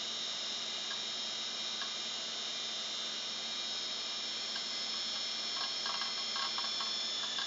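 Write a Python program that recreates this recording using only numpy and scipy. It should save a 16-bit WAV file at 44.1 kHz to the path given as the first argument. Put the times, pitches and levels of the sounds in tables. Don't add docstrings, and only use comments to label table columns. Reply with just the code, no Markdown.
import sys
import numpy as np
from scipy import signal
from scipy.fft import rfft, irfft, next_fast_len
from scipy.io import wavfile
from scipy.ndimage import map_coordinates

SR = 44100
rng = np.random.default_rng(int(sys.argv[2]) if len(sys.argv) > 2 else 0)


def log_audio(samples):
    frames = np.atleast_2d(samples).T
    limited = np.clip(frames, -1, 1)
    pcm = np.round(limited * 32767).astype(np.int16)
    wavfile.write(sys.argv[1], SR, pcm)


N = 328986
SPIN_HZ = 89.45


def amp(db):
    return 10 ** (np.asarray(db) / 20)


def unit(x):
    return x / np.sqrt(np.mean(x ** 2) + 1e-20)


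def curve(rows):
    return np.interp(np.arange(N) / SR, *np.transpose(rows))


def wobble(rate):
    coarse = np.arange(0, N + 128, 128)
    knots = rng.standard_normal(int(N * rate / SR) + 4)
    spline = map_coordinates(knots, [coarse * rate / SR], mode="nearest")
    return np.interp(np.arange(N), coarse, spline)


def filtered(x, response):
    size = next_fast_len(len(x) + 8192)
    return irfft(rfft(x, size) * response(np.fft.rfftfreq(size, 1 / SR)), size)[:len(x)]


def noise(response, n=N):
    return unit(filtered(rng.standard_normal(n), response))


def tone(hz, clock):
    cycles = (hz * clock + rng.random()) % 1
    return np.sqrt(2) * np.sin(2 * np.pi * cycles)


def directivity(height, back, low, high, far):
    return (1 - back) * (low + (high - low) * height) + back * far


# t/s, height (0 level with the hub, 1 above the arm)
MIC_HEIGHT = [(0, 0.0076), (0.4, 0.077), (1.2, 0.34), (3.05, 0.1), (3.3, 0.42), (4.2, 0.61), (4.9, 0.83),
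              (6.9, 0.99), (7.4, 0.21)]

def microphone_path(retreat_s=6.3, retreat_lasts_s=0.95):
    back = np.clip((np.arange(N) / SR - retreat_s) / retreat_lasts_s, 0, 1)
    return curve(MIC_HEIGHT), back


# multiple of the spin, level/dB from low, level/dB from high
MOTOR_HARMONICS = [(12, -77, -66), (32, -57, -64.5), (38, -68.5, -70), (42, -53, -60), (46, -60.5, -68),
                   (48, -55.8, -46.5), (50, -67, -65), (52, -63, -59), (58, -66, -52), (60, -56, -45),
                   (62, -63.5, -64.5), (64, -55, -58), (70, -66.5, -63.5), (72, -61.5, -67),
                   (74, -60.5, -68), (76, -71.5, -70), (78, -69, -66), (80, -77, -66), (82, -71, -77)]
# f/Hz, level/dB from low, from high, from further back
MOTOR_BEAMS = [(3220.4, -52, -47.3, -54.5), (3578.2, -46.5, -56.5, -48.5), (3935.8, -48.3, -54.5, -65)]

def motor_whine(height, back, clock, waver_db=0.98):
    out = np.zeros(N)
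    for order, low, high in MOTOR_HARMONICS:
        out += amp(low + (high - low) * height + waver_db * wobble(6)) * tone(order * SPIN_HZ, clock)
    for hz, *levels in MOTOR_BEAMS:
        out += amp(directivity(height, back, *levels) + waver_db * wobble(12)) * tone(hz, clock)
    return out


# t/s, level/dB
LOWER_SWELL = [(0, -63.5), (3.1, -63.5), (4.95, -49), (5.65, -51), (6.07, -58), (6.4, -49.5), (6.8, -42.5),
               (7.45, -44.5)]
UPPER_SWELL = [(0, -48), (1.8, -47.5), (2.55, -61), (3.6, -45.5), (4.55, -53.5), (5.2, -50.5), (5.9, -56.5),
               (6.7, -67.5), (7.3, -52.5)]

def swelling_whines(clock, lower_hz=3465, upper_hz=3807.7, waver_db=0.98):
    return sum(amp(curve(swell) + waver_db * wobble(12)) * tone(hz, clock)
               for hz, swell in [(lower_hz, LOWER_SWELL), (upper_hz, UPPER_SWELL)])


# f/Hz, level/dB from low, level/dB from high
BEARING_PARTIALS = [(696.5, -69, -67), (1199.1, -65.9, -64.9), (1499.2, -66.2, -65.7), (2052.4, -71, -61.5),
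                    (2389.5, -64.9, -64.6), (2889.5, -62.6, -66.4), (2901.6, -60.7, -64.3),
                    (3123.7, -63.0, -62.2), (3653.2, -62.8, -71.4), (3701.7, -63.1, -62.2),
                    (3718.5, -55.4, -61.3), (3792.5, -61.5, -61.6), (3822.8, -62.1, -63.4),
                    (3868.6, -61.6, -66.6), (3890.8, -66.7, -58.9), (3980.3, -61.1, -64.4),
                    (4060.4, -59.3, -64.0), (4306.0, -66.9, -59.9), (5087.2, -60.5, -61.1),
                    (5123.6, -66.5, -60.2), (5189.0, -69, -52.5), (5217.8, -54.9, -55.9),
                    (5244.0, -59.7, -59.4), (5272.9, -65.1, -59.2), (5322.7, -81.4, -54.4),
                    (5338.2, -68.9, -56.7), (5442.5, -75.6, -63.3), (5461.4, -70.7, -62.5),
                    (5473.5, -76.3, -61.5), (5518.6, -58, -62.5)]
# f/Hz, relative level/dB
BEARING_WHISTLES = [(4745, -67), (4790, -67), (5768, -67), (6203, -67), (6545, -64), (6693, -67),
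                    (6755, -68), (6844, -64), (6890, -65), (6935, -66), (7106, -69), (7290, -72)]

def bearing_tones(height, clock, waver_db=3.0, whistle_db=-2, whistle_waver_db=3.5):
    out = np.zeros(N)
    for hz, low, high in BEARING_PARTIALS:
        out += amp(low + (high - low) * height + waver_db * wobble(5)) * tone(hz, clock)
    for hz, db in BEARING_WHISTLES:
        out += amp(whistle_db + db + whistle_waver_db * wobble(3.3)) * tone(hz, clock)
    return out


def ball_sizzle(clock, level_db=-54.5, scatter_db=0.5):
    spacing_hz, size = SPIN_HZ / 4, 8192
    lines_hz = np.arange(size // 2 + 1) * spacing_hz
    lines_db = np.interp(lines_hz, [2030, 2860, 3350, 3900, 4380, 4740, 5300, 5950, 6740, 7400],
                         [-33, -3.5, -2.5, -1, 11.5, -4, 1.5, -1.5, -3.5, -11], left=-120, right=-120)
    lines_db -= scatter_db * rng.standard_normal(len(lines_hz))
    phases = np.exp(2j * np.pi * rng.random(len(lines_hz)))
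    cycle = irfft(amp(lines_db) * phases)
    position = clock * spacing_hz % 1 * size
    return amp(level_db) * unit(np.interp(position, np.arange(size), cycle))


# f/Hz, relative spectral level/dB
AIR_SPECTRUM = [(25, -42.5), (50, -29.5), (100, -14.5), (200, -0.5), (450, 0.5), (700, 2), (900, -0.5),
                (1400, 0), (1800, -5.5), (2700, -3.5), (4500, -2), (6000, -3), (7000, -3), (7500, -24)]

def platter_air(level_db=-48.5):
    knots_hz, db = np.transpose(AIR_SPECTRUM)
    return amp(level_db) * noise(lambda hz: amp(np.interp(np.log(hz + 1), np.log(knots_hz), db)))


# f/Hz, width/Hz, level/dB from low, level/dB from high
CASING_MODES = [(644, 63, -62, -64), (1250, 190, -60.5, -61.5), (1653, 100, -63, -61),
                (2037, 270, -58, -61.5), (2387, 110, -65, -57), (2955, 210, -53.5, -62),
                (3270, 130, -70.5, -54), (3780, 420, -55, -55), (5250, 240, -61.5, -51)]

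def casing_ring(height, clock, flutter=0.25):
    ring = np.zeros(N)
    for centre, width, low, high in CASING_MODES:
        band = noise(lambda hz: 1 / (1 + ((hz - centre) / (0.58 * width)) ** 2))
        ring += amp(low + (high - low) * height + 0.56 * wobble(4.7)) * band
    return ring * (1 + flutter * tone(2 * SPIN_HZ, clock))


# f/Hz, width/Hz, level/dB from low, from high, from further back
BEAMED_MODES = [(1746, 120, -74, -69.5, -57.5), (2125, 190, -71.5, -60, -70),
                (3506, 65, -68.5, -66.5, -48.5), (5177, 88, -58, -62.5, -53), (5407, 130, -70.5, -52, -56),
                (7030, 58, -76.5, -75, -65.5)]

def casing_beams(height, back):
    out = np.zeros(N)
    for centre, width, *levels in BEAMED_MODES:
        band = noise(lambda hz: 1 / (1 + ((hz - centre) / (0.31 * width)) ** 4))
        out += amp(directivity(height, back, *levels)) * band
    return out


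# f/Hz, level/dB
HUM_TONES = [(119.8, -76.5), (199.9, -80.5), (222.1, -63), (232.2, -74), (348.6, -69.5), (402.4, -70.5)]

def room_hum(waver_db=0.5, jitter_s=0.00027):
    t = np.arange(N) / SR
    return sum(amp(db - waver_db * wobble(7)) * tone(hz, t + jitter_s * wobble(4))
               for hz, db in HUM_TONES)


# f/Hz, relative level/dB, T60/s
IMPACT_MODES = [(702, -11, 0.11), (800, -11.5, 0.17), (963, -7, 0.2), (1089, 0, 0.16), (1182, -4.5, 0.09),
                (1331, -5.5, 0.12), (1628, 1, 0.069), (3067, -12, 0.12), (3420, -7, 0.056),
                (4040, -8, 0.11), (4620, -12.5, 0.09), (5090, -6.5, 0.058)]

def seek_tick(t, knock_db, ring_db, rise_s=0.0012):
    snap_db = 20 * np.log10(amp(knock_db) + amp(ring_db)) - 2.5
    modes = np.zeros(len(t))
    for hz, db, t60 in IMPACT_MODES:
        drive_db = knock_db if hz < 1400 else ring_db if hz < 2500 else snap_db
        drive_db += rng.normal(0, 1)
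        struck_hz = hz * (1 + rng.normal(0, 0.007))
        modes += amp(drive_db + db - 60 * t / t60) * tone(struck_hz, t)
    scuff = noise(lambda hz: (hz > 600) & (hz < 2100), len(t))
    scuff *= amp(knock_db - 4 - 60 * t / 0.08)
    crack = noise(lambda hz: (hz > 2700) / (1 + (hz / 4900) ** 8), len(t))
    crack *= amp(snap_db + 4 - 60 * t / 0.05)
    return (modes + scuff + crack) * (1 - np.exp(-t / rise_s))


# t/s, relative level/dB of the frame's knock, relative level/dB of the arm's ring
SEEK_EVENTS = [(0.906, -41, -41.5), (1.814, -39.5, -41), (4.556, -42, -39.5), (4.936, -42, -58),
               (5.155, -44, -49), (5.563, -38, -50), (5.607, -37, -44.5), (5.635, -41, -39),
               (5.857, -37, -39), (5.891, -32.5, -54), (5.94, -35, -44.5), (6.013, -35, -40.5),
               (6.054, -37, -50), (6.174, -41, -46.5), (6.357, -34.5, -43), (6.392, -36, -42),
               (6.421, -36.5, -41), (6.446, -35.5, -52), (6.58, -32.5, -45.5), (6.64, -36, -45),
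               (6.803, -32.5, -51), (6.863, -41, -55.5), (7.23, -35.5, -45), (7.383, -35, -41.5),
               (7.415, -40.5, -39)]

def head_seeks(level_db=2, frame_db=-8.5, room_db=-8, room_t60=0.2, thud_db=-36, thud_hz=55):
    t = np.arange(SR // 3) / SR
    out = np.zeros(N + len(t))
    for start_s, knock_db, ring_db in SEEK_EVENTS:
        knock_db += frame_db
        tick = seek_tick(t, knock_db, ring_db)
        room = rng.standard_normal(len(t)) * amp(-60 * t / room_t60) * (t > 0.008)
        reverb = amp(room_db) * signal.fftconvolve(tick, room / np.linalg.norm(room))[:len(t)]
        thud = amp(knock_db + thud_db - 60 * t / 0.1) * np.sin(2 * np.pi * thud_hz * t)
        out[round(start_s * SR):][:len(t)] += amp(level_db) * (tick + reverb + thud)
    return out[:N]


def scene():
    height, back = microphone_path()
    clock = np.arange(N) / SR + 8e-6 * wobble(4)
    motor = motor_whine(height, back, clock) + swelling_whines(clock)
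    bearing = bearing_tones(height, clock) + ball_sizzle(clock)
    air = platter_air() + casing_ring(height, clock) + casing_beams(height, back)
    return (motor + bearing + air + room_hum() + head_seeks())[None]


def record(dry):
    cutoff_hz = 7500
    return np.array([filtered(x, lambda hz: 1 / np.sqrt(1 + (hz / cutoff_hz) ** 160)) for x in dry])


dry = scene()
out = record(dry)
log_audio(out)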